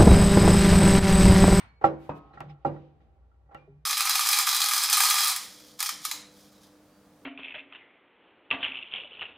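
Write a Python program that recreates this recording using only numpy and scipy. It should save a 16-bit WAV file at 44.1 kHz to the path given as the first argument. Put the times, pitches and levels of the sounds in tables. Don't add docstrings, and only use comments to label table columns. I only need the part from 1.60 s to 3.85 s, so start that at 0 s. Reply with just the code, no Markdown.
import sys
import numpy as np
from scipy import signal
from scipy.io import wavfile
from scipy.ndimage import uniform_filter1d

SR = 44100
rng = np.random.default_rng(int(sys.argv[2]) if len(sys.argv) > 2 else 0)


def attenuation_scalar(level_db):
    decades = np.asarray(level_db, float) / 20
    return 10 ** decades


def log_audio(samples):
    frames = np.atleast_2d(samples).T
    limited = np.clip(frames, -1, 1)
    pcm = np.round(limited * 32767).astype(np.int16)
    wavfile.write(sys.argv[1], SR, pcm)


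N = 99225
TIME_S = np.arange(N) / SR
EDGES_HZ = 24 * 2 ** np.arange(0, 9.4, 1 / 3)
CENTRES_HZ = np.sqrt(EDGES_HZ[1:] * EDGES_HZ[:-1])
TILT_HZ = 800


def rms_one(x):
    return x / np.sqrt(np.mean(x ** 2) + 1e-20)


def at_hz(points, hz):
    points_hz, values = np.transpose(points)
    return np.interp(np.log(hz), np.log(points_hz), values)


def unit_gains(spectrum):
    gain = attenuation_scalar(at_hz(spectrum, CENTRES_HZ))
    return gain / np.sqrt(np.sum(gain ** 2 * np.diff(EDGES_HZ)) * 2 / SR)


def train(times_s, gain):
    out = np.full(N, 1e-18)
    places = np.clip(np.asarray(times_s) * SR, 0, N - 1).astype(int)
    np.add.at(out, places, gain)
    return out


def ring(clicks, hz, t60):
    r, w = attenuation_scalar(-60 / (t60 * SR)), 2 * np.pi * hz / SR
    return signal.lfilter([0, np.sin(w)], [1, -2 * r * np.cos(w), r * r], clicks)


def fall(clicks, t60):
    return signal.lfilter([1], [1, -attenuation_scalar(-60 / (t60 * SR))], clicks)


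def narrow(hz, width_hz):
    r, x = np.exp(-np.pi * width_hz / SR), rng.standard_normal(N + SR // 4)
    for _ in range(2):
        x = signal.lfilter([1, 0, -1], [1, -2 * r * np.cos(2 * np.pi * hz / SR), r * r], x)
    return rms_one(x[SR // 4:])


def soft(x):
    contact_hz = 1610
    x = signal.lfilter(*signal.butter(2, contact_hz, fs=SR), x)
    return signal.lfilter(*signal.butter(2, 4 * contact_hz, fs=SR), x)


# (frequency [Hz], level at 0 s [dB], t60 [s])
CLANK_MODES = [(2250, -66.5, 1.5), (4300, -74, 1.2), (8560, -66.5, 0.2)]
CLANK_WAVER = 0.006


def clank():
    out = np.zeros((2, N))
    for hz, db, t60 in CLANK_MODES:
        stereo = np.array([narrow(hz, CLANK_WAVER * hz) for _ in range(2)])
        out += attenuation_scalar(db - 60 / t60 * TIME_S) * stereo
    return out


# (frequency [Hz], relative level per Hz [dB])
CLANK_TAIL_SPECTRUM = [(59, -26.5), (100, 3.5), (576, -16.5), (791, -2.5), (2320, -6), (8770, -36.5)]
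CLANK_TAIL_DB, CLANK_TAIL_T60_S = -51, 0.49


def clank_tail_power(k):
    faster = (CENTRES_HZ[k] / TILT_HZ) ** 0.27
    level = attenuation_scalar(CLANK_TAIL_DB - 60 * TIME_S / CLANK_TAIL_T60_S * faster)
    return (unit_gains(CLANK_TAIL_SPECTRUM)[k] * level) ** 2


HUM_HZ, HUM_WIDTH_HZ = 60.6, 8.7
HUM_BAND_DB, HUM_TONE_DB = -64.5, -60.5


def hum():
    tone = np.sin(2 * np.pi * HUM_HZ * TIME_S)
    return attenuation_scalar(HUM_BAND_DB) * narrow(HUM_HZ, HUM_WIDTH_HZ) + attenuation_scalar(HUM_TONE_DB) * tone


# (frequency [Hz], relative level per Hz [dB])
GARAGE_SPECTRUM = [(25, -27), (70, 0), (204, -38), (314, -26.5), (703, -28), (1080, -35.5), (15500, -69.5)]
GARAGE_DB = -66


def garage_power(k):
    return (unit_gains(GARAGE_SPECTRUM)[k] * attenuation_scalar(GARAGE_DB)) ** 2


# (frequency [Hz], level [dB], t60 [s], left minus right level [dB], left lag [ms])
SHAFT_MODES = [(146.4, -19, 0.6, -3, 0.056), (328.5, -18, 0.5, 0.5, 0.54), (514.3, -20.5, 0.33, -5.2, 0.11),
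               (560, -17, .27, -7, 0.033), (630, -26, 0.25, 1, 0.16), (674, -20.5, 0.051, 5.5, 0.1),
               (800.3, 0, .09, -4.5, 0.18), (780, -42.5, 1.7, -1.6, .1), (1136, -14.5, 0.12, -1.7, 0.042),
               (1356, -9.5, 0.087, 1, 0.19), (1915, -14.5, 0.047, -8.5, .1)]


def shaft(clicks_by_mode):
    out = np.zeros((2, N))
    for clicks, (hz, mode_db, t60, pan_db, lag_ms) in zip(clicks_by_mode, SHAFT_MODES):
        sound = attenuation_scalar(mode_db) * ring(clicks, hz, t60)
        lagged = np.interp(TIME_S - lag_ms / 1000, TIME_S, sound)
        out += [attenuation_scalar(pan_db / 2) * lagged, attenuation_scalar(-pan_db / 2) * sound]
    return soft(out)


# (time [s], level [dB], treble tilt above TILT_HZ [dB per octave],
# bass tilt below it [dB per octave], tail level [dB])
KNOCKS_TABLE = [(.213, -40.5, -2, -7, 24), (.241, -6.5, -2.6, -1.38, 1), (.735, -54, 10.5, 4.5, 15.5),
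                (.773, -40, 7.5, -20.5, 3.5), (.804, -38.5, 8, 2.5, 7.5), (1.049, -16, -5.5, 1, 4.5),
                (1.162, -47, 6, -9, -2), (1.404, -71, 14.5, -0.5, 12.5), (1.911, -49.5, -0.5, -11, 19),
                (1.948, -40.5, 9, 0.5, 4), (1.959, -70, 3, -3, 1)]
FIRST_TOUCH_S, FIRST_TOUCH_DB = 0.0022, -10
MODE_CHANCE_DB = 1.5


def knock_db(hz):
    _, db, treble_db, bass_db, _ = np.transpose(KNOCKS_TABLE)
    octaves = np.log2(hz / TILT_HZ)
    return db + treble_db * np.clip(octaves, 0, 2) - bass_db * min(octaves, 0)


def knocks():
    s = np.transpose(KNOCKS_TABLE)[0]
    clicks = []
    for k, (hz, *_) in enumerate(SHAFT_MODES):
        chance_db = MODE_CHANCE_DB * rng.standard_normal(len(s))
        gain = attenuation_scalar(knock_db(hz) + chance_db) * (-1) ** (k + 1)
        first = train(s - FIRST_TOUCH_S / 2, gain * attenuation_scalar(FIRST_TOUCH_DB))
        clicks.append(first + train(s + FIRST_TOUCH_S / 2, gain))
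    return shaft(clicks)


YOKE_MODES_HZ = [1610, 2150, 2420, 2690, 2815, 3340, 3980, 4870, 5245]
YOKE_DB, YOKE_TILT_DB, YOKE_T60_S = -55.5, -11.5, 0.1
JOINT_HZ = np.geomspace(2300, 15300, 40)
JOINT_DB, JOINT_TILT_DB, JOINT_T60_S = -33.5, -9, 0.012
CHATTER_S, CHATTER_PER_S = 0.05, 6100
CHATTER_GROWS = 1.24


def joint():
    s, db, *_ = np.transpose(KNOCKS_TABLE)
    out = np.zeros((2, N))
    shape = np.linspace(1, 0, int(CHATTER_S * SR)) ** 1.2
    level = signal.fftconvolve(train(s - FIRST_TOUCH_S / 2, attenuation_scalar(CHATTER_GROWS * db)), shape)[:N]
    for hz in YOKE_MODES_HZ:
        gain = attenuation_scalar(YOKE_DB + YOKE_TILT_DB * np.log2(hz / YOKE_MODES_HZ[0]))
        out += gain * ring(level * rng.standard_normal((2, N)) + 1e-18, hz, YOKE_T60_S)
    chance = CHATTER_PER_S / len(JOINT_HZ) / SR
    for hz in JOINT_HZ * rng.uniform(0.97, 1.03, len(JOINT_HZ)):
        clicks = (rng.random((2, N)) < chance) * rng.standard_normal((2, N))
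        gain = attenuation_scalar(JOINT_DB + JOINT_TILT_DB * np.log2(hz / JOINT_HZ[0]))
        out += gain * ring(level * clicks + 1e-18, hz, JOINT_T60_S)
    return signal.sosfilt(signal.butter(2, 1400, "high", fs=SR, output="sos"), out)


# (frequency [Hz], relative level per Hz [dB])
TAIL_SPECTRUM = [(35, -28.5), (60, -7.5), (327, -1.5), (673, -5), (810, -4.5), (999, -12), (1150, -9),
                 (15500, -80.5)]
# (frequency [Hz], t60 [s])
TAIL_DECAY = [(60, .5), (1000, 0.34), (3000, 0.38), (8000, .18), (16000, .12)]
TAIL_DB, TAIL_RISE_S = -23, 0.0045
THUD_TAIL_DB, THUD_TAIL_TILT_DB = -9.5, -1.5
LATE_DB, LATE_STRETCH = -25, 4.8


def tail_power(k):
    hz = CENTRES_HZ[k]
    s, *_, tail_db = np.transpose(KNOCKS_TABLE)
    thud_s, thud_db = THUD_TOUCHES[0]
    thud_db = thud_db + THUD_TAIL_DB + THUD_TAIL_TILT_DB * abs(np.log2(hz / TILT_HZ))
    starts = train(s, attenuation_scalar(2 * (knock_db(hz) + tail_db + TAIL_DB)))
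    starts += train([thud_s], attenuation_scalar(2 * thud_db))
    power_t60 = at_hz(TAIL_DECAY, hz) / 2
    rise = np.exp(-1 / (TAIL_RISE_S * SR))
    early = signal.lfilter([1 - rise], [1, -rise], fall(starts, power_t60))
    late = attenuation_scalar(2 * LATE_DB) * fall(starts, LATE_STRETCH * power_t60)
    return unit_gains(TAIL_SPECTRUM)[k] ** 2 * (early + late)


# (middle [s], length [s], level [dB])
SLIDE_STROKES = [(0.446, 0.18, -65.5), (0.57, 0.074, -66)]
# (frequency [Hz], relative level per Hz [dB])
SLIDE_SPECTRUM = [(300, -28), (1000, 6.5), (3000, -1), (6000, -14.5), (10000, -17)]


def slide_power(k):
    level = np.zeros(N)
    for middle, length, db in SLIDE_STROKES:
        level += attenuation_scalar(db) * np.cos(np.pi * np.clip((TIME_S - middle) / length, -0.5, 0.5)) ** 2
    return (unit_gains(SLIDE_SPECTRUM)[k] * level) ** 2


# (time [s], level [dB])
THUD_TOUCHES = [(0.492, -29.5), (0.5001, -35), (.512, -45)]
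# (frequency [Hz], level [dB], t60 [s])
THUD_MODES = [(67, -7, 0.43), (152.7, -9, 0.29), (290.4, -9.5, 0.43), (558, 6.5, 0.022), (756, 1, 0.023),
              (930, 2.5, 0.056), (960, -17.5, 0.45), (1082.3, -24, 1.1), (1270, -23.5, 1.1),
              (2550, -19, 0.34)]


def thud():
    s, db = np.transpose(THUD_TOUCHES)
    out = np.zeros((2, N))
    for k, (hz, mode_db, t60) in enumerate(THUD_MODES):
        gain = (-1) ** k * attenuation_scalar(db + mode_db + rng.normal(0, 1.6, len(s)))
        sound = ring(train(s, gain), hz, t60)
        out += [sound, np.roll(sound, rng.integers(0, 12))]
    return soft(out)


# (time [s], level [dB], t60 [s])
CRACK_TIMES = [(0.495, -41.5, 0.11), (0.8055, -36.5, 0.073), (1.947, -40.5, 0.033)]
# (frequency [Hz], relative level per Hz [dB])
CRACK_SPECTRUM = [(300, 12), (800, 15.5), (2700, -0.5), (6000, -38.5), (15500, -46.5)]


def crack_power(k):
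    bursts = sum(fall(train([s], attenuation_scalar(2 * db)), t60 / 2) for s, db, t60 in CRACK_TIMES)
    return unit_gains(CRACK_SPECTRUM)[k] ** 2 * bursts


# (time [s], level [dB])
RUBBING_LEVEL = [(.55, -64), (.87, -75.5), (.905, -53), (.96, -80.5), (1.14, -62.5), (1.26, -67.5),
                 (1.33, -76.5), (1.88, -96.5), (2.0, -73), (2.2, -102)]
RUBBING_HZ, RUBBING_DB_PER_OCTAVE2 = 2400, -15


def rubbing_power(k):
    db = np.interp(TIME_S, *np.transpose(RUBBING_LEVEL), left=-120)
    return attenuation_scalar(2 * (db + RUBBING_DB_PER_OCTAVE2 * np.log2(CENTRES_HZ[k] / RUBBING_HZ) ** 2))


# (time [s], level [dB])
SCRAPE_LEVEL = [(.62, -73), (.72, -58.5), (.9, -60), (1.04, -72), (1.3, -79), (1.84, -79.5), (1.92, -58),
                (2.25, -87)]
SCRAPE_FROM_S, SCRAPE_PER_S, SCRAPE_SPREAD_DB = 0.62, 1100, 4.5
SCRAPE_TREBLE_TILT_DB, SCRAPE_BASS_TILT_DB = 2, 3


def scrape():
    struck = rng.random(N) < SCRAPE_PER_S / SR
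    size_db = SCRAPE_SPREAD_DB * np.minimum(rng.exponential(1, N), 4)
    grit = struck * attenuation_scalar(size_db) * rng.choice([-1, 1], N)
    main_hz, _, main_t60, *_ = SHAFT_MODES[6]
    grit = grit / np.sqrt(np.mean(ring(grit, main_hz, main_t60) ** 2))
    grit = grit * attenuation_scalar(np.interp(TIME_S, *np.transpose(SCRAPE_LEVEL))) * (TIME_S > SCRAPE_FROM_S)
    clicks = []
    for hz, *_ in SHAFT_MODES:
        tilt_db = SCRAPE_TREBLE_TILT_DB if hz > TILT_HZ else SCRAPE_BASS_TILT_DB
        clicks.append(grit * attenuation_scalar(tilt_db * np.log2(hz / TILT_HZ)))
    return shaft(clicks)


# (time [s], level [dB])
HANDLING_SPELLS = [
    [(.62, -69), (.74, -61.5), (.87, -43), (1.03, -67.5)],
    [(1.8, -75), (2.06, -60.5), (2.12, -51), (2.25, -69)],
]
BEND_HZ, BEND_WIDTH_HZ = 146.5, 15


def handling():
    level = np.zeros(N)
    for spell in HANDLING_SPELLS:
        level += attenuation_scalar(np.interp(TIME_S, *np.transpose(spell), left=-120, right=-120))
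    return uniform_filter1d(level, size=900) * narrow(BEND_HZ, BEND_WIDTH_HZ)


# (time [s], frequency [Hz], level [dB], t60 [s])
PING_MODES = [(0.731, 4050, -68, 0.09), (0.803, 2680, -45, 0.04), (0.804, 2040, -43, 0.04),
              (0.893, 5210, -65, 0.08), (0.894, 2120, -56, 0.05), (0.897, 3440, -61, 0.06),
              (1.235, 520, -49, 0.16), (1.715, 1340, -64, 0.08), (1.95, 2770, -57, 0.12),
              (1.975, 2394, -66, 0.5), (2.076, 640, -53, 0.05), (2.077, 404, -48, 0.23),
              (2.085, 270, -62, 0.4)]
PING_RISE_S = 0.0012
PING_ROUGH = 9


def pings():
    out = np.zeros((2, N))
    for s, hz, db, t60 in PING_MODES:
        age = np.maximum(TIME_S - s, 0)
        shape = attenuation_scalar(db - 60 * age / t60) * (1 - np.exp(-age / PING_RISE_S)) ** 2
        if hz > 1000:
            tone = np.array([narrow(hz, PING_ROUGH / t60) for _ in range(2)])
        else:
            tone = np.sin(2 * np.pi * (hz * age + rng.uniform(0, 0.12, (2, 1))))
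        out += shape * tone
    return out


# (frequency [Hz], left-right correlation [-])
LIKENESS_SPECTRUM = [(30, 0.66), (100, 0.89), (400, 0.65), (1000, 0.1), (15000, 0.053)]


def noise_bands():
    white, bands = rng.standard_normal((2, 2, N)), []
    for k, (low, high) in enumerate(zip(EDGES_HZ, EDGES_HZ[1:])):
        band_pass = signal.butter(2, [low, high], "band", fs=SR, output="sos")
        mid, side = signal.sosfilt(band_pass, white[k % 2])
        alike = np.clip(at_hz(LIKENESS_SPECTRUM, CENTRES_HZ[k]), -1, 1)
        bands.append(np.sqrt(1 + alike) * mid + np.sqrt(1 - alike) * side * [[1], [-1]])
    return bands


def diffuse():
    out = np.zeros((2, N))
    for k, band in enumerate(noise_bands()):
        power = clank_tail_power(k) + garage_power(k) + tail_power(k)
        power += slide_power(k) + crack_power(k) + rubbing_power(k)
        out += band * np.sqrt(power)
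    return out


def scene():
    ringing = clank() + hum() + knocks() + joint() + thud() + scrape() + handling() + pings()
    return ringing + diffuse()


def band_limit(x):
    return signal.sosfilt(signal.butter(12, 15680, fs=SR, output="sos"), x)


def record(dry):
    mix = signal.sosfilt(signal.butter(3, 48.5, "high", fs=SR, output="sos"), dry)
    return band_limit(mix)


dry = scene()
out = record(dry)
log_audio(out)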